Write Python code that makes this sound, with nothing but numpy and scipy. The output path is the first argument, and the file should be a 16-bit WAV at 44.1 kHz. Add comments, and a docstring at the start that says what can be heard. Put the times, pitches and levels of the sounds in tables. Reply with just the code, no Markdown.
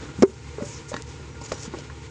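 """Wet clay for a brick is rolled in sand, slapped down, then dropped into a wooden mould.
Trapped air pops under the clay. The mould, pressed and shaken, knocks in its damped modes
and scrapes on sandy ground. Light wind, a far engine and faint chirps lie behind;
brick rows return dull echoes, and automatic gain ducks on the slap."""
import sys
import numpy as np
from scipy import signal
from scipy.fft import rfft, irfft
from scipy.io import wavfile
from scipy.ndimage import uniform_filter1d

SR = 44100
rng = np.random.default_rng(int(sys.argv[2]) if len(sys.argv) > 2 else 0)


def persist_wave(psi):
    """Save psi, clipped to +-1, as 16-bit WAV."""
    counts = np.round(np.clip(psi, -1, 1) * 32767).astype(np.int16)
    wavfile.write(sys.argv[1], SR, np.atleast_2d(counts).T)


N = 92610
T = np.arange(N) / SR
HIT_T = T[:8192]

# wet clay splat spectrum: freq_hz, level_db
SPLAT_SPECTRUM = [(150, -5), (520, 4.5), (720, 2.5), (1080, 3.5), (1450, 2), (1750, -11.5), (2150, -4),
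                  (3200, -34), (12000, -72)]
# sprayed or crushed sand spectrum: freq_hz, level_db
GRIT_SPECTRUM = [(500, -30), (2000, 2.5), (3000, -2.5), (4000, -1), (5000, 5), (7200, 1.5), (8500, -13),
                 (11000, -34), (15000, -40)]
# sliding sand spectrum: freq_hz, level_db
HISS_SPECTRUM = [(1000, 1), (2500, 1), (4000, -0.5), (5400, 4), (7000, 4), (8200, -9), (10000, -26),
                 (11000, -57)]


def amp(db):
    """Decibels to gain."""
    return 10 ** (np.asarray(db) / 20)


def unit(x):
    """Scale to rms 1."""
    return x / np.sqrt(np.mean(x ** 2) + 1e-20)


def add(mix, start_s, sound):
    """Mix a sound in at start_s."""
    part = mix[round(start_s * SR):][:len(sound)]
    part += sound[:len(part)]


def colour(x, spectrum):
    """Filter by (freq_hz, level_db) points; rms 1."""
    hz, db = np.transpose(spectrum)
    bins_hz = np.fft.rfftfreq(len(x), 1 / SR)
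    gain = amp(np.interp(np.log(bins_hz + 1), np.log(hz), db))
    return unit(irfft(rfft(x) * gain, len(x)))


def band(centre_hz, width_hz):
    """Noise in one resonance, rms 1; a random drift if centred on 0 Hz."""
    hz = np.fft.rfftfreq(N, 1 / SR)
    gain = (hz > 0) / (1 + (2 * (hz - centre_hz) / width_hz) ** 2)
    return unit(irfft(rfft(rng.standard_normal(N)) * gain, N))


def decay(t60_s, rise_s):
    """Linear attack, exponential decay."""
    return np.minimum(HIT_T / rise_s, 1) * amp(-60 * HIT_T / t60_s)


def ring(hz, t60_s, rise_s, glide_hz_per_s=0):
    """One decaying mode."""
    return decay(t60_s, rise_s) * np.sin(2 * np.pi * (hz + glide_hz_per_s * HIT_T / 2) * HIT_T)


def burst(spectrum, t60_s, rise_s):
    """Decaying puff of noise."""
    return colour(rng.standard_normal(len(HIT_T)), spectrum) * decay(t60_s, rise_s)


def swell(start_s, rise_s, fall_s):
    """Rounded rise and fall."""
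    corners_s = [start_s, start_s + rise_s, start_s + rise_s + fall_s]
    return np.sin(np.pi / 2 * np.interp(T, corners_s, [0, 1, 0]))


def wind(level_db=-44, flutter_db=1.5):
    """Light wind: low noise of wavering level."""
    # open air: freq_hz, level_db
    air_spectrum = [(20, -29), (45, -17), (70, 14), (115, 2), (165, -7), (250, -1), (380, -1.5), (480, 4),
                    (580, -17), (740, -19.5), (930, -5.5), (1150, -10.5), (1420, -12), (1600, -14),
                    (2150, -8.5), (3200, -15), (6000, -17), (6900, -14.5), (8200, -23), (10000, -42.5),
                    (11000, -73)]
    return amp(level_db - flutter_db * band(0, 18.3)) * colour(rng.standard_normal(N), air_spectrum)


def far_engine(shaft_hz=18.25, wander=0.0031):
    """Harmonics of a wandering shaft speed, with fluttering hums and a noisy drone."""
    # shaft harmonics: order, rms_db
    harmonics = [(4, -47), (5, -56), (7, -61.5), (8, -49), (14, -57.5), (18, -58)]
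    # hum tones: pitch_hz, level_db
    hum_tones = [(112, -48), (135.5, -50.5), (444, -58.5)]
    # drone resonances: centre_hz, width_hz, rms_db
    resonances = [(804, 47, -61), (930, 24, -60), (1414, 42, -59.5)]
    turns = np.cumsum(shaft_hz * (1 + wander * band(0, 2.74))) / SR
    engine = sum(amp(db) * np.sin(2 * np.pi * (round(k) * turns + rng.random())) for k, db in harmonics)
    hums = sum(amp(db) * np.sin(2 * np.pi * (hz * T + rng.random())) * amp(2 * band(0, 12))
               for hz, db in hum_tones)
    drone = sum(amp(db) * band(hz, width_hz) for hz, width_hz, db in resonances)
    return np.sqrt(2) * (engine + hums) + drone


def chirps():
    """Faint, thin whistles, perhaps a far bird."""
    # whistles: start_s, length_s, level_db
    calls = [(1.305, .04, -55), (1.43, .05, -51), (1.525, .06, -53)]
    envelope = sum(amp(db) * swell(start_s, length_s / 2, length_s / 2) for start_s, length_s, db in calls)
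    return band(centre_hz=5850, width_hz=17) * envelope


def brick_echoes(x, count=60, level_db=-32.5, cutoff_hz=700):
    """Faint, dull reflections off rows of bricks."""
    impulse = np.zeros(len(HIT_T))
    signs = rng.choice([-1, 1], count)
    delays_s = rng.uniform(0.035, 0.078, count)
    impulse[(delays_s * SR).astype(int)] = signs / np.sqrt(count)
    dulled = signal.lfilter(*signal.butter(2, cutoff_hz, fs=SR), impulse)
    return amp(level_db) * signal.fftconvolve(x, dulled)[:N]


def grains(spectrum, rate_per_s=7000, spread_db=2, clump_db=2.5, clump_hz=120):
    """Sand grains of mixed size, catching in clumps."""
    size_db = spread_db * np.minimum(rng.exponential(1, N), 4) + clump_db * band(0, clump_hz)
    clicks = rng.choice([-1, 1], N) * (rng.random(N) < rate_per_s / SR)
    return colour(amp(size_db) * clicks, spectrum)


def sand_scrapes(pivot_hz=6450):
    """Clay, hands and mould slide on sand: hiss, tilted per stroke, over a duller rub."""
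    # slides: start_s, rise_s, fall_s, hiss_db, tilt_db_per_octave, rub_db
    strokes = [(-.06, 0.099, 0.17, -54, 6, -41.5), (0.132, 0.17, 0.035, -50, 16.5, -45.5),
               (0.318, 0.044, 0.1, -53, 5, -47), (0.605, 0.066, 0.054, -45.5, 11.5, -46.5),
               (.74, 0.062, 0.059, -65, -17, -49), (0.879, 0.0082, 0.036, -43, 14, -69),
               (.93, 0.015, 0.087, -52.5, 5, -40), (1.05, 0.038, 0.11, -49, 2.5, -51),
               (1.14, 0.082, 0.22, -64, -8, -47), (1.408, 0.012, 0.01, -43.5, 6, -66),
               (1.435, 0.018, 0.026, -44.5, 2, -52), (1.472, 0.044, 0.1, -45, 3, -41),
               (1.57, 0.061, 0.05, -40.5, 5, -57), (1.65, 0.049, 0.38, -55, -11, -47),
               (1.776, 0.019, 0.024, -49.5, -1, -57)]
    # dull friction: freq_hz, level_db
    rub_spectrum = [(20, -41), (50, 11.5), (130, 12.5), (300, 11), (500, 7), (700, -5), (1400, 2),
                    (2200, -6.5), (4000, -8.5), (8000, -23), (11000, -68)]
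    out = np.zeros(N)
    hiss, rub = grains(HISS_SPECTRUM), grains(rub_spectrum)
    for start_s, rise_s, fall_s, hiss_db, tilt, rub_db in strokes:
        tilted = colour(hiss, [(pivot_hz / 2, -tilt), (pivot_hz * 2, tilt)])
        out += swell(start_s, rise_s, fall_s) * (amp(hiss_db) * tilted + amp(rub_db) * rub)
    return out


def sand_shower(start_s=0.625, rise_s=0.12, fall_s=0.061, level_db=-46, top_hz=9470, sag_hz_per_s=25000):
    """Sand thrown off by the dropped clay; its hiss sinks in pitch."""
    centre_hz = top_hz - sag_hz_per_s * np.clip(T - start_s, 0, rise_s + fall_s)
    sweep = band(0, width_hz=3500) * np.sin(2 * np.pi * np.cumsum(centre_hz) / SR)
    return amp(level_db) * swell(start_s, rise_s, fall_s) * colour(sweep, HISS_SPECTRUM)


def sand_squeaks(length_s=0.021):
    """Narrow-band stick-slip as the mould starts to move."""
    # slips: start_s, level_db
    slips = [(1.431, -43), (1.447, -42)]
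    squeal = colour(band(centre_hz=6930, width_hz=390), HISS_SPECTRUM)
    return squeal * sum(amp(db) * swell(start_s, length_s / 2, length_s / 2) for start_s, db in slips)


def taps(cutoff_hz=8000):
    """Grain snaps, mould contacts, palm pats: one pressure peak between two dips; narrower is brighter."""
    # contacts: centre_s, level_db, width_s
    contacts = [(0.1904, -21, 0.0015), (0.9416, -19.5, 0.00023), (1.0223, -17.5, 0.000048),
                (1.5184, -20, 0.00016), (1.52, -21.5, 0.00036), (1.6796, -26.5, .0017)]
    out = np.zeros(N)
    for centre_s, db, width_s in contacts:
        u = (T - centre_s) / width_s
        out += amp(db) * (1 - 2 * u ** 2) * np.exp(-u ** 2)
    return signal.lfilter(*signal.butter(6, cutoff_hz, fs=SR), out)


def mould_knocks(rise_s=0.00068, cutoff_hz=6950):
    """The mould rings, thuds on the ground and crushes grit; clay softens the contact."""
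    # damp wood modes: freq_hz, level_db, t60_s
    modes = [(354, -0.5, 0.066), (468, 3, 0.048), (583, 4.5, 0.042), (810, -7.5, 0.073), (926, -5.5, 0.067),
             (1074, -3, 0.05), (1410, 4, 0.016), (1728, -5, 0.049), (1900, -5, 0.053), (2770, -6, .015),
             (3750, 2.5, 0.016), (4420, 3.5, 0.014)]
    # knocks: start_s, wood_db, centre_hz, falloff_db_per_octave_squared, thud_db, thud_hz, grit_db
    knocks = [(0.917, -22, 620, 22, -48, 270, -44), (0.9318, -27.5, 1300, 4, -39, 270, -48),
              (.941, -18.5, 1500, 1.5, -22, 267, -40), (0.9646, -21.5, 1810, 9, -35, 270, -39),
              (1.414, -33.5, 810, 47, -28.5, 263, -43), (1.5189, -25, 960, 14.5, -15.5, 512, -28.5),
              (1.5236, -22.5, 473, 17, -24.5, 156, -56), (1.738, -27, 1130, 20, -21.5, 346, -52),
              (1.746, -30, 890, 26, -28, 340, -61), (1.771, -44, 950, 12, -27.5, 327, -62),
              (1.786, -32.5, 585, 54, -51, 267, -38.5), (1.899, -30, 1300, 14, -57, 270, -58)]
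    body, grit = np.zeros((2, N))
    mode_hz, mode_db, mode_t60_s = np.transpose(modes)
    for start_s, wood_db, centre_hz, falloff, thud_db, thud_hz, grit_db in knocks:
        weights = amp(mode_db - falloff * np.log2(mode_hz / centre_hz) ** 2)
        weights /= np.linalg.norm(weights)
        wood = sum(weight * rng.choice([-1, 1]) * ring(hz, t60_s, rise_s)
                   for weight, hz, t60_s in zip(weights, mode_hz, mode_t60_s))
        thud = ring(thud_hz, t60_s=0.034, rise_s=rise_s)
        add(body, start_s, amp(wood_db) * wood + amp(thud_db) * thud)
        add(grit, start_s, amp(grit_db) * burst(GRIT_SPECTRUM, t60_s=0.042, rise_s=rise_s))
    return signal.lfilter(*signal.butter(4, cutoff_hz, fs=SR), body) + grit


def clay_plops():
    """Clay settles with small hollow pops and wet splats."""
    # soft landings: start_s, pop_db, pitch_hz, t60_s, splat_db
    landings = [(0.191, -23, 202, 0.18, -45), (0.5827, -19.5, 430, 0.051, -38),
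                (0.598, -25, 232, 0.021, -41), (.607, -28.5, 576, 0.19, -58), (.621, -15, 218, 0.032, -36),
                (.630, -22, 430, 0.052, -55), (.637, -37.5, 585, 0.073, -56),
                (1.679, -29.5, 223, 0.029, -61)]
    out = np.zeros(N)
    for start_s, pop_db, pitch_hz, t60_s, splat_db in landings:
        pop = amp(pop_db) * ring(pitch_hz, t60_s, rise_s=0.0023)
        splat = amp(splat_db) * burst(SPLAT_SPECTRUM, t60_s=0.075, rise_s=0.0004)
        add(out, start_s, pop + splat)
    return out


def clay_slap(splat_s=0.223, first_pulse_s=0.2243, pocket_s=0.2325, highpass_hz=76):
    """A low thump of three quick pressure pulses, with sand spray and a splat; trapped air then rings."""
    pulse_gap_s, pulse_width_s, spray_lead_s = 0.004055, 0.00054, 0.0012
    out = np.zeros(N)
    for k, (pulse_db, spray_db) in enumerate([(0.5, -14), (1.3, -19), (2.1, -24)]):
        pulse_s = first_pulse_s + k * pulse_gap_s
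        u = (T - pulse_s) / pulse_width_s
        out -= amp(pulse_db) * u * np.exp((1 - u ** 2) / 2)  # pressure peak, then dip
        spray = amp(spray_db) * burst(GRIT_SPECTRUM, t60_s=0.021, rise_s=0.00043)
        add(out, pulse_s - spray_lead_s, spray)
    thud = amp(-20) * ring(hz=227, t60_s=0.12, rise_s=0.0064)
    splat = amp(-5.5) * burst(SPLAT_SPECTRUM, t60_s=0.058, rise_s=0.0035)
    add(out, splat_s, thud + splat)
    pop = amp(9.5) * ring(hz=371, t60_s=0.06, rise_s=0.0027, glide_hz_per_s=1300)
    tail = amp(-16.5) * ring(hz=385, t60_s=0.22, rise_s=0.0027)
    add(out, pocket_s, pop + tail)
    return signal.lfilter(*signal.butter(2, highpass_hz, "high", fs=SR), out)


def scene():
    """Close work, its echoes and the background; mono."""
    work = clay_slap() + clay_plops() + mould_knocks() + taps()
    work += sand_scrapes() + sand_shower() + sand_squeaks()
    return (work + brick_echoes(work) + far_engine() + wind() + chirps())[None]


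def record(dry, threshold_db=-17.5, duck_db_per_db=0.42, release_db_per_s=78, cutoff_hz=15700):
    """Automatic gain ducks on the slap and recovers; then a low-pass."""
    power_db = 10 * np.log10(abs(uniform_filter1d(dry[0] ** 2, size=200)) + 1e-12)
    release_db = T * release_db_per_s
    held_db = np.maximum.accumulate(power_db + release_db) - release_db  # decaying peak hold
    over_db = np.maximum(held_db - threshold_db, 0)
    ducked = dry / amp(duck_db_per_db * uniform_filter1d(over_db, size=100))
    lowpass = signal.firwin(511, cutoff_hz, window=("kaiser", 9), fs=SR)
    return signal.oaconvolve(ducked, lowpass[None], "same")


dry = scene()
out = record(dry)
persist_wave(out)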